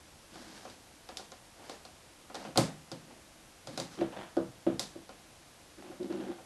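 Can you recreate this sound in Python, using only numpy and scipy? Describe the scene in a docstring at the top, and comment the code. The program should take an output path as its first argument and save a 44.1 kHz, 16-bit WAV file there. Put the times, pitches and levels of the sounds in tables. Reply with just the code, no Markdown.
"""Headphones and a laptop on a wooden desk.

Plastic headphones on a cord click as they are turned in the hands, then meet the desk in one sharp knock.
A laptop is nudged, dropped on its rubber feet a few times and slid over the desk top.
Impacts excite damped modes of plastic and wood; friction drives the slides and rustling sleeves.
A small furnished room reverberates, over the steady hiss of a distant microphone."""
import sys
import numpy as np
from scipy import signal
from scipy.fft import rfft, irfft, next_fast_len
from scipy.io import wavfile

SR = 44100
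rng = np.random.default_rng(int(sys.argv[2]) if len(sys.argv) > 2 else 0)


def int16_out(signal):
    """Quantize to a 16-bit WAV file."""
    q = np.round(np.clip(np.atleast_2d(signal).T, -1, 1) * 32767)
    wavfile.write(sys.argv[1], SR, q.astype(np.int16))


N = 284445
AGE = np.arange(SR // 2) / SR  # time since a contact [s]


def amp(db):
    """The decibel scale: 20 dB is a factor of ten in amplitude."""
    return 10 ** (np.asarray(db) / 20)


def unit(x):
    """Normalisation to an rms of 1."""
    return x / np.sqrt(np.mean(x ** 2) + 1e-20)


def fade(t60, t=AGE):
    """Exponential decay: 60 dB in t60 seconds."""
    return np.exp(-np.log(1000) * t / t60)


def add(track, time, sound):
    """Superposition: a sound joins the track at the given time."""
    start = round(time * SR)
    track[start:start + len(sound)] += sound[:max(N - start, 0)]


def along(points, hz):
    """Interpolation of (frequency, value) points on a logarithmic frequency axis."""
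    frequencies, values = np.transpose(points)
    return np.interp(np.log(hz + 1), np.log(frequencies + 1), values)


def coloured(x, spectrum):
    """Minimum-phase filtering: folding the cepstrum gives a causal response with this spectrum."""
    size = next_fast_len(len(x) + 8192, True)
    size += size % 2
    gain = amp(along(spectrum, np.fft.rfftfreq(size, 1 / SR)))
    cepstrum = irfft(np.log(gain), size)
    cepstrum[1:size // 2] *= 2
    cepstrum[size // 2 + 1:] = 0
    return irfft(rfft(x, size) * np.exp(rfft(cepstrum)), size)[:len(x)]


def tilted(rows, db_per_octave, knee_hz):
    """Contact hardness: above the knee, softer contacts lose level and harder ones gain it."""
    return [(hz, db + db_per_octave * max(np.log2(hz / knee_hz), 0), *rest) for hz, db, *rest in rows]


def ring(modes, attack):
    """Modal vibration: a sum of damped sinusoids, struck a little differently each time."""
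    chance_db = rng.standard_normal(len(modes))
    waves = [(-1) ** k * amp(db + chance_db[k]) * fade(t60) * np.sin(2 * np.pi * hz * AGE)
             for k, (hz, db, t60) in enumerate(modes)]
    return sum(waves) * (1 - np.exp(-AGE / attack))


def grains(rate, spread_db):
    """Friction as shot noise: tiny slips of uneven size at random times."""
    slips = (rng.random(N) < rate / SR) * rng.standard_normal(N)
    return unit(slips * amp(spread_db * rng.standard_normal(N)))


def strokes(rows, column, attack=0.052, t60=0.36, lurch_db=0, lurch_hz=9.2):
    """Amplitude envelope from one level column: each stroke rises, holds and decays, and may lurch."""
    gain = np.zeros(N)
    for row in rows:
        start, length = row[:2]
        age = np.maximum(np.arange(N) / SR - start, 0)
        envelope = np.minimum(age / attack, 1) * fade(t60, np.maximum(age - length, 0))
        lurch = lurch_db * np.cos(2 * np.pi * lurch_hz * (age - attack))
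        gain += envelope * amp(row[column] + lurch)
    return gain


# background spectrum (frequency [Hz], level [dB])
NOISE_FLOOR = [(15, -71), (25, -4.5), (80, -2.5), (192, -6.5), (256, -5), (276, -8), (306, -2), (418, -10),
               (513, -7), (700, -7), (883, -10), (1030, -10.5), (1370, -12.5), (5670, -16), (12000, -20.5),
               (15600, -97), (22000, -120)]


def room_tone(level_db=-57):
    """Stationary noise: room rumble and microphone hiss."""
    return amp(level_db) * unit(coloured(rng.standard_normal(N), NOISE_FLOOR))


# reverberation time of the room (frequency [Hz], t60 [s])
ROOM_DECAY = [(120, 0.53), (400, 0.27), (1500, 0.41), (4500, 0.29), (8000, 0.31), (12000, 0.25)]


def room_tail(build_s=0.006):
    """Diffuse reverberation of energy 1: reflections build up, then each band decays at its own rate."""
    hz, t, bands = signal.stft(rng.standard_normal(len(AGE)), SR, nperseg=256)
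    decay = fade(along(ROOM_DECAY, hz)[:, None], t)
    tail = signal.istft(bands * decay, SR, nperseg=256)[1][:len(AGE)]
    tail *= 1 - np.exp(-(AGE / build_s) ** 2)
    return tail / np.linalg.norm(tail)


def in_room(x, wet_db):
    """Convolution with the room's response adds reverberation to the direct sound."""
    return x + amp(wet_db) * signal.fftconvolve(x, room_tail())[:len(x)]


def burst(spectrum, t60, snap, wet_db):
    """Impact transient of energy 1: an impulse, a dense short rattle, then the room's diffuse tail."""
    direct = unit(rng.standard_normal(len(AGE)) * fade(t60)) / np.sqrt(len(AGE))
    direct[0] += snap
    sound = coloured(direct / np.linalg.norm(direct) + amp(wet_db) * room_tail(), spectrum)
    return sound / np.linalg.norm(sound)


# spectra of rubbing hands and cord, and of fabric (frequency [Hz], level [dB])
RUB_SPECTRUM = [(80, -33), (150, 0.5), (230, 11), (330, 7.5), (600, -41), (2000, -39)]
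CLOTH_SPECTRUM = [(150, -12), (400, -5), (730, -6), (1100, -8.5), (1600, -8), (2500, -14.5), (5000, -11.5),
                  (9000, -21.5), (12000, -28)]
# arm movements (time [s], duration [s], rub level [dB], rustle level [dB])
ARM_MOVES = [(0.3, 0.25, -56, -56), (0.53, 0.18, -67, -59.5), (1.6, .14, -78, -58),
             (2.35, 0.11, -64, -54.5), (3.02, 0.098, -62, -68.5), (3.69, 0.089, -56, -56),
             (3.9, 0.017, -57, -48)]


def sleeves(level_db=1):
    """Sliding friction: hands and cord rub dully, and soft fabric brushes in dense small grains."""
    rub = unit(coloured(grains(rate=600, spread_db=2), RUB_SPECTRUM))
    rustle = unit(coloured(grains(rate=5900, spread_db=-0.5), CLOTH_SPECTRUM))
    rub *= strokes(ARM_MOVES, column=2)
    rustle *= strokes(ARM_MOVES, column=3)
    return amp(level_db) * in_room(rub + rustle, wet_db=-13)


# spectrum of the hollow ear cup (frequency [Hz], level [dB])
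CUP_SPECTRUM = [(80, -47), (200, 1), (350, -1), (550, 1), (770, 1), (1050, -8), (1500, -11), (2100, -13.5),
                (3000, -13), (6000, -49.5)]
# fingers rubbing over the cup (time [s], duration [s], level [dB])
FINGER_RUBS = [(1.55, 0.16, -54), (2.38, 0.049, -50.5), (3.06, 0.051, -57)]


def cup_rub():
    """Cavity resonance: small slips of the fingers sound the hollow cup."""
    rub = unit(coloured(grains(rate=2000, spread_db=2.5), CUP_SPECTRUM))
    return rub * strokes(FINGER_RUBS, column=2)


# spectrum of a plastic tick (frequency [Hz], level [dB])
TICK_SPECTRUM = [(300, -45), (1500, -2), (2700, -4), (3600, 6.5), (4700, 8.5), (6300, 3.5), (9000, 0.5),
                 (11500, -5)]
# modes of ear cup and headband (frequency [Hz], level [dB], t60 [s])
SHELL_MODES = [(537, -12, 0.1), (756.3, -5, 0.067), (1070, -36, 0.072), (1037, -17.5, 0.16),
               (1178, -23, 0.14), (1277, -23, 0.22), (1420, -13.5, 0.064)]


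def click(tick_db, tick_hz, cup_db, plain_tick_db=-10.5):
    """Impact excitation: a contact ticks in the plastic and sounds the hollow shell behind it."""
    hardness = 0.29 * (tick_db - plain_tick_db)  # a stronger tick is harder and brighter
    spectrum = tilted(TICK_SPECTRUM, hardness, knee_hz=4400)
    crack = burst(spectrum, t60=0.027, snap=0.26, wet_db=-3)
    ping = fade(t60=0.0051) * np.sin(2 * np.pi * tick_hz * AGE)
    ping /= np.linalg.norm(ping)
    plastic = amp(tick_db + 7) * crack + amp(tick_db + 1.5) * ping
    # the larger, slower parts ring on after the tick
    hollow = amp(cup_db + 20) * burst(CUP_SPECTRUM, t60=0.051, snap=0.27, wet_db=2.5)
    shell = amp(cup_db + 1) * ring(SHELL_MODES, attack=0.00053)
    return plastic + hollow + shell


# modes of the laptop standing on the desk (frequency [Hz], level [dB], t60 [s])
LAPTOP_MODES = [(132, -27.5, 0.9), (188.3, -14, 0.3), (194.8, -13, 0.25), (263.3, -9, 0.29), (333, 0, 0.22),
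                (368.8, -3.5, 0.14), (439, -17, 0.25), (485.5, -16, 0.35), (555.5, -5, 0.12),
                (623, -10.5, 0.21), (725, -12, 0.13), (910, -25.5, 0.056), (1233, -21, 0.047),
                (1456, -26.5, 0.1)]
# spectra of the sideways drive and of rubber scuffing wood (frequency [Hz], level [dB])
SLIP_SPECTRUM = [(80, -14), (130, 8), (200, 12.5), (270, 1), (370, 2), (550, -7.5), (900, -11), (2000, -3)]
SCUFF_SPECTRUM = [(150, 1), (350, -1), (750, 10.5), (1100, -0.5), (1600, 0), (2200, -6.5), (3300, -5.5),
                  (5000, -19), (8000, -28.5), (12000, -39)]
# pushes on the laptop (time [s], duration [s], judder level [dB], scrape level [dB])
PUSHES = [(3.976, 0.033, -41, -47), (4.158, 0.06, -46.5, -44.5), (5.772, 0.14, -49, -58),
          (5.995, 0.063, -38.5, -58.5), (6.095, .215, -37.5, -53)]


def laptop_slide(judder_db=-1):
    """Stick-slip friction: the slipping feet shake the laptop's body and scrape on the wood."""
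    # the hands damp the body, and a sideways push gives a low judder, strongest near 200 Hz
    body = coloured(ring(LAPTOP_MODES, attack=0.0026) * fade(t60=0.16), SLIP_SPECTRUM)
    judder = unit(signal.fftconvolve(grains(rate=920, spread_db=-1.5), body)[:N])
    scrape = unit(coloured(grains(rate=1000, spread_db=-2.5), SCUFF_SPECTRUM))
    push = dict(attack=0.012, t60=0.22, lurch_db=1)  # the feet grip and let go within a push
    judder *= strokes(PUSHES, column=2, **push)
    scrape *= strokes(PUSHES, column=3, **push)
    return amp(judder_db) * judder + in_room(scrape, wet_db=-4.5)


# spectrum of the desk's boom (frequency [Hz], level [dB])
BOOM_SPECTRUM = [(50, -2), (90, -6), (125, -1.5), (200, -2), (300, -3), (420, -4), (620, -5), (850, -18.5),
                 (1500, -26), (3000, -92)]
# feet landing (time [s], thud level [dB], scuff level [dB], hardness [dB/octave], case tick level [dB])
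LANDINGS = [(4.0114, -23, -33.5, 1, -36), (4.124, -47.5, -36.5, 12.5, -52), (4.368, -20, -38.5, 3, -34),
            (4.666, -18, -33, -1, -59), (4.955, -38, -54, -3.5, -56)]


def laptop_feet():
    """Cushioned impact: rubber feet thud and the desk booms, with a faint scuff and a tick of the case."""
    track = np.zeros(N)
    for time, thud_db, scuff_db, hardness, tick_db in LANDINGS:
        modes = tilted(LAPTOP_MODES, hardness, knee_hz=343)
        spectrum = tilted(BOOM_SPECTRUM, hardness, knee_hz=338)
        body = amp(thud_db - 3) * ring(modes, attack=0.0005)
        boom = amp(thud_db + 16) * burst(spectrum, t60=0.04, snap=1.4, wet_db=8)
        scuff = amp(scuff_db + 20) * burst(SCUFF_SPECTRUM, t60=0.072, snap=0.14, wet_db=2)
        case = click(tick_db, tick_hz=4700, cup_db=scuff_db - 8)
        add(track, time, body + boom + scuff + case)
    return track


# modes of the desk top (frequency [Hz], level [dB], t60 [s])
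DESK_MODES = [(124.2, 1, 0.2), (152.9, -8, 0.53), (173.5, -8.5, 0.45), (205, -13, 0.45), (264, -0.5, 0.23),
              (302, -7, 0.27), (335.5, 6, 0.11), (523.4, 7, 0.12), (548, -5.5, 0.23)]
# headphones and plug in the hands (time [s], tick level [dB], tick frequency [Hz], cup level [dB])
CLICKS_IN_HAND = [(0.3558, -36.5, 3590, -42), (0.6523, -39, 6000, -37.5), (0.699, -32.5, 3700, -55),
                  (1.0898, -29, 3650, -37.5), (1.1711, -19.5, 5100, -44), (1.195, -48, 4540, -40),
                  (1.3192, -33, 6460, -42), (1.696, -26.5, 3640, -35.5), (1.7073, -38, 3590, -50),
                  (1.8513, -31.5, 4150, -44)]
# headphones, plug and laptop case knocking or catching on the desk
# (time [s], tick level [dB], tick frequency [Hz], cup level [dB], desk level [dB])
DESK_KNOCKS = [(2.298, -49, 4070, -38.5, -62), (2.3451, -28, 5470, -34, -60), (2.3534, -25, 4070, -34, -75),
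               (2.4505, -39, 3730, -34, -49), (2.4692, -50, 4090, -48, -44),
               (2.5583, -26.5, 3490, -25.5, -36.5), (2.5749, -4, 4600, -17.5, -20.5),
               (2.5836, -30, 4730, -47, -31.5), (2.9166, -25, 5000, -38.5, -40),
               (3.6718, -26, 4600, -38, -40.5), (3.776, -18.5, 5250, -30, -40),
               (3.8, -18, 4580, -35.5, -38.5), (4.7949, -11, 4800, -32.5, -46),
               (5.0924, -39, 5100, -40, -65), (5.915, -48, 4500, -42.5, -53), (6.0306, -37, 3850, -54, -57),
               (6.125, -36.5, 4200, -40.5, -61), (6.208, -41, 4100, -42, -50),
               (6.385, -56, 5070, -45, -50.5)]


def headphones():
    """Mechanical coupling: in the hands only the plastic sounds; a knock also shakes the wooden desk."""
    track = np.zeros(N)
    for time, tick_db, tick_hz, cup_db in CLICKS_IN_HAND:
        add(track, time, click(tick_db, tick_hz, cup_db))
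    for time, tick_db, tick_hz, cup_db, desk_db in DESK_KNOCKS:
        wood = amp(desk_db - 1) * ring(DESK_MODES, attack=0.018)
        boom = amp(desk_db + 22) * burst(BOOM_SPECTRUM, t60=0.11, snap=0.34, wet_db=0)
        add(track, time, click(tick_db, tick_hz, cup_db) + wood + boom)
    return track


def scene(low_cut_hz=110):
    """Superposition at one microphone; a low cut takes the deep bass out of all the handling sounds."""
    handling = headphones() + laptop_feet() + laptop_slide() + sleeves() + cup_rub()
    low_cut = signal.butter(2, low_cut_hz, "highpass", fs=SR, output="sos")
    return (room_tone() + signal.sosfilt(low_cut, handling))[None]


def record(dry):
    """Band limiting: the spectrum falls steeply above 12 kHz."""
    size = next_fast_len(N + 8192)
    hz = np.fft.rfftfreq(size, 1 / SR)
    loss_db = np.logaddexp(0, (hz - 12000) / 10)
    return irfft(rfft(dry, size) * amp(-loss_db), size)[:, :N]


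dry = scene()
out = record(dry)
int16_out(out)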